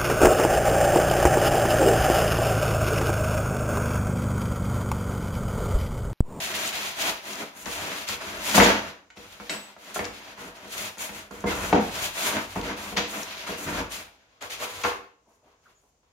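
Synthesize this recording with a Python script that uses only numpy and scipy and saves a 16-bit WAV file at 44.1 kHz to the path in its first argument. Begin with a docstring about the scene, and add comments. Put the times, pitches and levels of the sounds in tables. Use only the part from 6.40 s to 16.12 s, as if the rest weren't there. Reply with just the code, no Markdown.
"""A small hard room with a tiled floor: foam packing is worked loose from a steel hob, a phone held above.
Foam beads slip in dense tiny jerks along several contact edges, in strokes that swell, hold and ease off.
Decaying modes give the boom of the slab, later of the lifted tray, the thud of the hob and two steel rings.
Shaped noise makes the snaps of the blows and the cracking beads; wavering tones and rustles are the squeaks.
A dense tail of decaying noise is the room, over a faint hush of wandering level."""
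import sys
import numpy as np
from scipy import signal
from scipy.fft import rfft, irfft, next_fast_len
from scipy.io import wavfile
from scipy.ndimage import uniform_filter1d

SR = 44100
rng = np.random.default_rng(int(sys.argv[2]) if len(sys.argv) > 2 else 0)


def unload_audio(sound):
    """Save the sound as a 16-bit wav file, at the path given as the first command line argument."""
    columns = np.transpose(np.atleast_2d(sound))
    # keep every value between -1 and 1, then stretch to whole-number steps
    steps = np.round(np.clip(columns, -1, 1) * 32767)
    wavfile.write(sys.argv[1], SR, steps.astype(np.int16))


N = 428648

# spectrum of the hush, overall level set separately: pitch_hz [Hz], level_db [dB per Hz, relative]
HUSH_SPECTRUM = [(18, -43), (30, -4.5), (87, -4.5), (374, -7.5), (472, -3), (1870, -14), (5170, -15.5),
                 (6200, -15), (15000, -23.5)]
HUSH_DB = -73.5  # rms, ahead of the microphone and the wander of level
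# decay of the room in bands: pitch_hz [Hz], t60_s [s], level_db [dB, relative]
ROOM_BANDS = [(97.8, 0.077, -4.5), (313, 0.53, -1), (890, 0.41, 6.5), (2520, 0.46, -0.5), (6150, 0.18, -4),
              (12000, .36, 7)]
# response of both microphone ports: pitch_hz [Hz], level_db [dB]
MIC_RESPONSE = [(20, -41), (45, 11), (100, 6.5), (4000, -1), (5500, 2.5), (6900, 6.5), (7800, -3),
                (11000, -6.5), (15500, -6.5)]
PORTS_APART_M, TOP_HZ = .15, 15850  # port distance; upper limit of the microphone

# modes of the heavy hob rocking on its bed: pitch_hz [Hz], level_db [dB, relative], t60_s [s]
HOB_MODES = [(50.3, -5, 0.39), (74, -0.5, 0.16), (92.97, 5.5, 0.15), (150, -1.5, 0.19)]
# modes of the loose steel part: pitch_hz [Hz], level_db [dB, relative], t60_s [s]
STEEL_MODES = [(2670, -1, 0.14), (4630, -9, 0.3), (5560, -12.5, 0.31), (7540, -4, 0.1093), (8070, 6, 0.21),
               (7850, 3.5, .25), (9421, -20.5, .4), (13290, -5.5, 0.412)]
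# modes of the packed foam slab: pitch_hz [Hz], level_db [dB, relative], t60_s [s]
SLAB_MODES = [(131, -9, 0.064), (159.1, -9, .1), (209.5, -6.5, .13), (244, -10, .09), (291.6, -2, .1),
              (364, -8.5, 0.053), (481.2, -2, .1), (620, -8.5, 0.028), (719, -9, .07), (911, -12, 0.052),
              (1106, -17.5, .06), (1350, -13.5, .06)]
# modes of the lifted foam tray: pitch_hz [Hz], level_db [dB, relative], t60_s [s]
TRAY_MODES = [(215, -9.5, 0.097), (307, -7, 0.047), (394, -7.5, 0.17), (488, 0, 0.088), (700, -20, .06),
              (910, -15, 0.035), (1025, 0.5, 0.1), (1086, 2, 0.1), (1800, -23, 0.0502)]
LIFTED_S = 7.9  # from here on the tray rings in place of the slab

# taps on the steel part: start_s [s], level_db [dB, drive of the modes]
STEEL_TAPS = [(3.098, -41.5), (6.57, -55)]
# brief rubs: start_s [s], length_s [s], slip_rate_hz [Hz], level_db [dB, relative],
# unevenness [0-1: low squeaks, high rustles]
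SQUEAK_EVENTS = [(2.223, 0.039, 6960, -29.5, 0.052), (3.547, 0.016, 6800, -51, .05),
                 (5.062, 0.039, 2090, -31.5, .04), (8.855, 0.073, 703, -62.5, 0.42),
                 (8.9, 0.063, 5500, -75, 0.27), (9.01, 0.11, 653, -62.5, 0.46),
                 (9.253, 0.025, 1400, -55.5, 0.11), (9.26, 0.077, 902, -66.5, 0.48),
                 (9.342, 0.066, 7000, -71, .05), (9.42, 0.061, 704, -68, 0.41)]
# single beads cracking: start_s [s], level_db [dB, relative], pitch_hz [Hz, centre],
# pan_db [dB, left minus right]
BEAD_CRACKS = [(0.0974, -36, 3050, 3.5), (0.276, -12.5, 6800, 1), (0.597, -14, 3060, 1.5),
               (0.622, -12, 3920, 7.5), (0.9325, -20, 3730, -2.5), (0.956, -21, 6120, 9),
               (1.258, -20.5, 3086, 15), (1.6881, -11, 6100, 9), (2.1127, -11, 3540, 7),
               (2.1354, -13, 3610, -2.5), (2.1565, -7, 3270, 6), (2.703, -46, 3000, -1),
               (2.7661, -43, 3030, 3), (3.5468, -23, 5940, 6), (3.6535, -17.5, 3460, 8),
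               (3.8092, -42, 3350, -5), (4.583, -21, 6630, 5), (4.9115, -30, 6810, 3),
               (5.006, -24.5, 6760, -0.5), (5.551, -23, 3230, 2), (6.2136, -17.5, 3280, 2.5),
               (6.266, -23, 3040, 4.5), (6.572, -3.5, 2940, 4.5), (6.8317, -19, 4130, 2.5),
               (8.0094, -31.5, 3090, 0.5), (8.0244, -21.5, 6040, 3), (8.105, -25, 3660, 6),
               (8.4363, -14, 2950, -1), (9.1177, -54, 3630, 0.0)]
# blows: start_s [s], level_db [dB, relative], pitch_hz [Hz, centre of snap],
# boom_db [dB, relative drive of slab and hob against the snap], pan_db [dB, left minus right]
BLOW_EVENTS = [(0.14, -22, 2630, -23, -2), (0.326, -28.5, 2870, -20.5, -3), (1.26, -27, 1052, -13, 5),
               (1.516, -26, 2150, -25.5, -3), (1.692, -26.5, 1030, -17, 2), (2.178, -4.5, 619, -16, 4),
               (2.2, -5, 1330, -17, -0.5), (2.702, -39.5, 1790, -35, -3), (2.77, -38, 2720, -10, 2),
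               (2.999, -31, 1117, -14, 2), (3.095, -19, 2490, -31, -0.5), (3.364, -38.5, 940, -20.5, -2.5),
               (3.559, -20.5, 780, -24, 1), (3.591, -20, 1220, -15, -2.5), (3.643, -25.5, 2470, -27, 2.5),
               (4.251, -41, 775, -8, 4), (4.571, -39, 1250, -11, 2), (4.691, -29, 1270, -16.5, 3),
               (4.908, -34.5, 700, -8.5, -6), (5.039, -19.5, 634, -6.5, -2), (5.326, -7, 641, -17, 2),
               (6.159, -21, 584, -17, -0.5), (6.521, -33.5, 632, -5.5, 4.5), (6.571, -18.5, 2800, -12, -2),
               (7.09, -27, 648, -11, 3.5), (8.012, -40, 2270, -28, 5.5), (8.025, -34, 1380, -31, -0.5),
               (8.224, -27, 985, -25.5, 9), (8.438, -16.5, 1526, -22.5, 5.5), (8.448, -16, 1088, -18, 1.5),
               (9.631, -62, 719, -18, -5.5)]
# decay time constant; width at 1 kHz; brighter snaps are narrower
SNAP_DECAY_S, SNAP_WIDTH_OCT, NARROWING_OCT_PER_OCT = 0.0051, 1.91, 0.33

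# strokes of sliding foam: start_s [s], swell_s [s], hold_s [s], scrape_db [dB, relative], then relative
# drives against the scrape: hiss_db [dB, fine hiss], boom_db [dB, slab], thud_db [dB, hob]
STROKE_EVENTS = [(0, 0.0033, 0.11, -33.5, -1.5, -3.5, -16.5), (0.139, 0.013, 0.14, -31, -1.5, -8.5, -21.5),
                 (0.313, 0.028, .14, -31, -2.5, -11, -22.5), (0.529, 0.11, 0.057, -27.5, -2, -6.5, -19.5),
                 (0.799, 0.091, 0.14, -39, -1, 0, -25), (1.119, 0.062, 0.11, -49.5, 5, 4.5, -10),
                 (1.251, .015, 0.16, -35.5, -0.5, -6.5, -12), (1.382, 0.038, 0.2, -38.5, -2.5, -0.5, -18.5),
                 (1.657, 0.034, .04, -32, -3, -8.5, -9.5), (1.785, 0.045, 0.34, -40, -2.5, -0.5, -10),
                 (1.999, 0.11, .03, -30, 1, -4, -20), (2.132, 0.022, .025, -20.5, 0.5, 6.5, -24.5),
                 (2.184, .03, 0.088, -23, -6.5, 9, -23), (2.306, 0.025, 0.15, -44.5, -5.5, 8, -4.5),
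                 (2.747, 0.024, .15, -51, -2.5, -5, -6.5), (2.9, 0.038, 0.17, -50.5, -3.5, -6, -10.5),
                 (3.09, .01, 0.042, -41.5, -2.5, 6.5, -26), (3.153, .02, 0.13, -50, -4, -2.5, -27),
                 (3.346, 0.13, 0.079, -46.5, -2, -2.5, -22), (3.538, 0.0089, 0.01, -35.5, 4, -6, -12.5),
                 (3.611, .02, 0.055, -49.5, 3, 7, 0.5), (3.716, .03, 0.18, -48, -5, 1.5, -14),
                 (3.952, 0.043, 0.089, -50, 0.5, 10.5, -5), (4.132, 0.033, 0.14, -50, -3, 1, -14),
                 (4.256, 0.15, 0.046, -35.5, 1, -4.5, -13.5), (4.561, 0.065, 0.02, -36, 3.5, -8, -16),
                 (4.694, 0.057, 0.032, -43, 1, 2.5, -6.5), (4.894, 0.032, 0.1, -51, 1.5, 9.5, 0),
                 (5.051, .03, 0.038, -36, -1, 10.5, 3), (5.13, 0.037, 0.13, -40.5, 2.5, 9, 4),
                 (5.319, .01, 0.0495, -39, -14, 27, -16), (5.378, 0.048, 0.144, -38.5, -2, -3.5, -4.5),
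                 (5.522, 0.075, 0.066, -30.5, -0.5, -10.5, -12.5),
                 (5.702, 0.12, 0.073, -30, 0.5, -4.5, -20.5), (5.857, .01, .02, -32.5, 4, 2, -21.5),
                 (5.915, 0.023, 0.026, -33.5, -1.5, 8.5, -9), (6.004, .02, 0.14, -44, -1, -10, -6.5),
                 (6.15, .01, 0.015, -42.5, 2, 18, 12.5), (6.217, 0.035, .05, -40, -4.5, 14.5, -0.5),
                 (6.356, 0.02, .15, -41.5, -0.5, 0, -8.5), (6.561, .01, 0.014, -26.5, -11, -3, -18),
                 (6.654, 0.076, 0.094, -39, 1.5, 3, -13.5), (6.83, .03, 0.29, -40.5, -7, -7.5, -17.5),
                 (7.057, 0.018, .03, -37.5, -1.5, 3.5, -12.5), (7.148, .05, 0.045, -45, 5, 7, -10),
                 (7.234, .04, 0.056, -43, 2, 12.5, 10), (7.316, 0.027, 0.056, -39, -2, 12.5, 1),
                 (7.481, 0.044, 0.064, -38.5, 0, -5, -11), (7.703, 0.06, 0.58, -68, -12, 3, -4.5),
                 (8.003, 0.021, 0.024, -42, -1.5, 0, -11), (8.092, 0.016, 0.028, -36, -3.5, -14, -14),
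                 (8.175, .04, 0.028, -37.5, -0.5, 1, -14.5), (8.262, 0.051, 0.15, -39, -1.5, -8, -13),
                 (8.434, .015, 0.032, -35.5, -3, 2, -12), (8.864, 0.035, 0.063, -79.5, 7, 13, 4),
                 (9.01, .06, .06, -71, -4, 7, -1), (9.21, .04, 0.068, -68.5, -3, -2, -15),
                 (9.353, 0.04, .1, -82.5, 9, 0, 0), (9.618, .02, 0.073, -79, -5, 5, 7)]
# how fast a stroke eases off: scrape, hiss, rasp, boom, thud [dB per s each]
EASE_RATES = 171, 236, 171, 300, 200
# lag by which each contact edge reaches the left port later, negative is earlier: lag [samples]
CONTACT_LAGS = (-15, -13, -9, -6, -4, 1, 3, 8)
# a boomier stroke also rasps more, up to this much boom
RASP_DB, RASP_PER_BOOM, RASP_FULL_DB = 0.03, 0.54, 12.5


def undb(db):
    """Decibels to gain."""
    return 10 ** (np.asarray(db) / 20)


def unit(x):
    """Scale to rms 1."""
    return x / np.sqrt(np.mean(x ** 2))


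def port_gains(level_db, pan_db):
    """Gains at the left and right ports, split evenly about the level."""
    return undb(level_db + np.array([[pan_db], [-pan_db]]) / 2)


def band(x, lo_hz, hi_hz, order=2):
    """Band-pass along time."""
    edges = [lo_hz, min(hi_hz, .45 * SR)]
    return signal.sosfilt(signal.butter(order, edges, "band", fs=SR, output="sos"), x)


def colour(x, points):
    """Weigh a sound by (Hz, dB) points, joined on a log frequency scale."""
    hz, db = np.transpose(points)
    size = next_fast_len(x.shape[-1])
    f = np.fft.rfftfreq(size, 1 / SR) + 1  # the offset avoids log(0)
    gain = undb(np.interp(np.log(f), np.log(hz), db))
    return irfft(rfft(x, size) * gain, size)[..., :x.shape[-1]]


def walk(rate):
    """Random levels drawn at this rate per second, joined by straight slews."""
    hold = int(SR / rate)
    return uniform_filter1d(np.repeat(rng.standard_normal(N // 20), hold)[:N], hold)


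def diffuse(count):
    """Noise from all sides at two ports: alike in the bass, nearly unrelated in the treble."""
    a, b = rfft(rng.standard_normal((2, count)))
    # 343 m/s is the speed of sound
    alike = .94 * np.sinc(2 * np.fft.rfftfreq(count, 1 / SR) * PORTS_APART_M / 343)
    mid = a * np.sqrt((1 + alike) / 2)
    side = b * np.sqrt((1 - alike) / 2)
    return irfft(np.array([mid + side, mid - side]), count)


def ring(x, modes):
    """Drive a set of exponentially decaying modes; neighbours swing in opposite senses."""
    total = 0
    for k, (hz, db, t60) in enumerate(modes):
        pole = np.exp(2j * np.pi * hz / SR - np.log(1000) / (t60 * SR))
        total = total + (-1) ** k * undb(db) * signal.lfilter([1], [1, -pole], x).imag
    return total


def hush():
    """Faint diffuse background noise whose level wanders."""
    return unit(colour(diffuse(N), HUSH_SPECTRUM)) * undb(HUSH_DB + 1.5 * walk(11.0))


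def room(dry, wet_db):
    """Dense echoes from tiles and walls, each band dying at its own pace."""
    t, tail = np.arange(32768) / SR, 0
    noise = diffuse(len(t))
    for hz, t60, db in ROOM_BANDS:
        tail = tail + band(noise, hz / 2, hz * 2, order=1) * undb(db - 60 * t / t60)
    tail = tail * (1 - np.exp(-(t / 0.00081) ** 2))  # echoes build up within about a millisecond
    tail = tail / np.sqrt(np.sum(tail ** 2) / 2)
    source = dry.mean(axis=0, keepdims=True)
    return dry + undb(wet_db) * signal.fftconvolve(source, tail, axes=1)[:, :N]


def hob(drive):
    """The heavy hob rocks on its bed in a few low modes."""
    return ring(drive, HOB_MODES)


def steel_part():
    """Single-sample taps set the modes of the loose steel part ringing."""
    taps = np.zeros((2, N))
    for s, db in STEEL_TAPS:
        taps[:, int(s * SR)] = undb(db)
    return ring(taps, STEEL_MODES)


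def foam_body(drive):
    """The modes of the packed slab ring first, those of the lifted tray later."""
    out, lifted = np.zeros_like(drive), int(LIFTED_S * SR)
    out[:, :lifted] = ring(drive[:, :lifted], SLAB_MODES)
    out[:, lifted:] = ring(drive[:, lifted:], TRAY_MODES)
    return out


def squeaks():
    """Brief stick-slip that swells and dies; the slip rate and size waver."""
    out, waver = np.zeros((2, N)), walk(600)
    for s, length, hz, db, uneven in SQUEAK_EVENTS:
        i, count = int(s * SR), int(length * SR)
        rate = hz * (1 + uneven * waver[i:i + count])
        phase = 2 * np.pi * np.cumsum(rate) / SR
        size = undb(db + 5.3 * uneven * waver[:count])
        out[:, i:i + count] += size * np.hanning(count) ** .5 * np.sin(phase)
    return out


def cracks():
    """A cracking bead is a dry band of noise with a decay of about a millisecond."""
    t = np.arange(256) / SR
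    out = np.zeros((2, N + len(t)))
    bursts = rng.standard_normal((len(BEAD_CRACKS), len(t)))
    for (s, db, hz, pan_db), noise in zip(BEAD_CRACKS, bursts):
        i = int(s * SR)
        tick = band(noise * np.exp(-t / .0013), hz / 1.6, hz * 1.6)
        out[:, i:i + len(t)] += port_gains(db, pan_db) * 0.37 * tick / np.abs(tick).max()
    return out[:, :N]


def blows():
    """Each blow is a short ragged snap that also pushes foam and hob."""
    t = np.arange(4096) / SR
    snaps, pushes = np.zeros((2, 2, N + len(t)))
    bursts = rng.standard_normal((len(BLOW_EVENTS), len(t)))
    for (s, db, hz, boom_db, pan_db), noise in zip(BLOW_EVENTS, bursts):
        i, gains = int(s * SR), port_gains(db, pan_db)
        # a duller blow is a longer, softer contact: half a cycle of its centre pitch,
        # after one cycle in which the foam is squeezed
        contact = np.sin(np.pi * np.clip(2 * (hz * t - 1), 0, 1)) ** 2
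        contact /= contact.sum()
        ragged = noise * np.exp(-t / SNAP_DECAY_S)
        crack = 1.5 * contact * SR / hz / 8 + ragged * np.minimum(hz * t / 2, 1)
        octaves = SNAP_WIDTH_OCT - NARROWING_OCT_PER_OCT * np.log2(hz / 1e3)
        reach = 2 ** (octaves / 2)
        snap = band(crack, hz / reach, hz * reach)
        snap += undb(-24.5) * band(crack, hz * 2, hz * 3.3)  # crunch of the skin
        snaps[:, i:i + len(t)] += gains * 0.95 * snap / np.abs(snap).max()
        pushes[:, i:i + len(t)] += gains * undb(boom_db + 3.) * (contact + .015 * ragged)
    boom = band(foam_body(pushes), 170, 2200)
    return (snaps + boom + undb(-19.5) * hob(pushes))[:, :N]


def slips(scatter_db, jerk_db, jerk_rate):
    """Tiny slips of uneven size along each contact edge; the whole slab grips and lets go in jerks."""
    out = np.zeros((2, N))
    for lag in CONTACT_LAGS:
        size_db = scatter_db * rng.exponential(size=N) + jerk_db * walk(3 * jerk_rate)
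        edge = rng.standard_normal(N) * undb(size_db)
        out += [np.roll(edge, lag), edge]
    return unit(out * undb(jerk_db * walk(jerk_rate)))


def stroke_levels():
    """Gains of scrape, hiss, rasp, boom and thud: each stroke swells, holds and eases off; powers add."""
    t = np.arange(SR // 2) / SR  # a stroke sounds for half a second at most
    power = np.zeros((5, N + SR))
    for s, swell, hold, db, hiss_db, boom_db, thud_db in STROKE_EVENTS:
        rasp_db = RASP_DB + RASP_PER_BOOM * min(boom_db, RASP_FULL_DB)
        top_db = db + np.array([0, hiss_db, rasp_db, boom_db, thud_db])
        ease_db = np.outer(EASE_RATES, np.maximum(t - swell - hold, 0))
        rise = np.sin(np.pi / 2 * np.minimum(t / max(swell, .002), 1)) ** 2
        gain = rise * undb(top_db[:, None] - ease_db)
        power[:, int(max(s, 0) * SR):][:, :len(t)] += gain ** 2
    return np.sqrt(power[:, :N])


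def rubbing():
    """Foam on foam, steel and tile: scrape, rasp and hiss of the beads, boom of the foam, thud of the hob."""
    scrape, hiss, rasp, boom, thud = stroke_levels()
    beads = slips(scatter_db=2.3, jerk_db=2., jerk_rate=35)
    lumps = slips(scatter_db=2., jerk_db=2., jerk_rate=30)
    scraping = scrape * unit(band(beads, 1900, 4300))
    hissing = hiss * unit(band(beads, 7100, 14000))
    rasping = rasp * unit(band(lumps, 490, 2500))
    # the modes ring on after the drive stops, so the drive is shaped before them
    booming = band(foam_body(lumps * boom * undb(-34.0)), 120, 2200)
    thudding = hob(diffuse(N) * thud * undb(-40.5))
    return undb(-1.5) * (scraping + hissing + rasping + booming + thudding)


def scene():
    """Rubbing and blows in the room, over its hush; the blows excite more room."""
    struck = room(blows() + steel_part(), wet_db=3.0)
    rubbed = room(rubbing() + squeaks() + cracks(), wet_db=-5.0)
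    return hush() + struck + rubbed


def record(dry):
    """The ports lift the region near 7 kHz, the left one hears more treble; the top is cut."""
    heard = colour(dry, MIC_RESPONSE)
    left_points = [(300, 0.15), (2000, 1.1), (4000, 1.3), (8000, 2.7), (12000, 2.9)]  # (Hz, dB)
    heard[0] = colour(heard[0], left_points)
    top_cut = signal.ellip(12, .2, 80, TOP_HZ, fs=SR, output="sos")
    return signal.sosfilt(top_cut, np.clip(heard, -.9, .9))


dry = scene()
out = record(dry)
unload_audio(out)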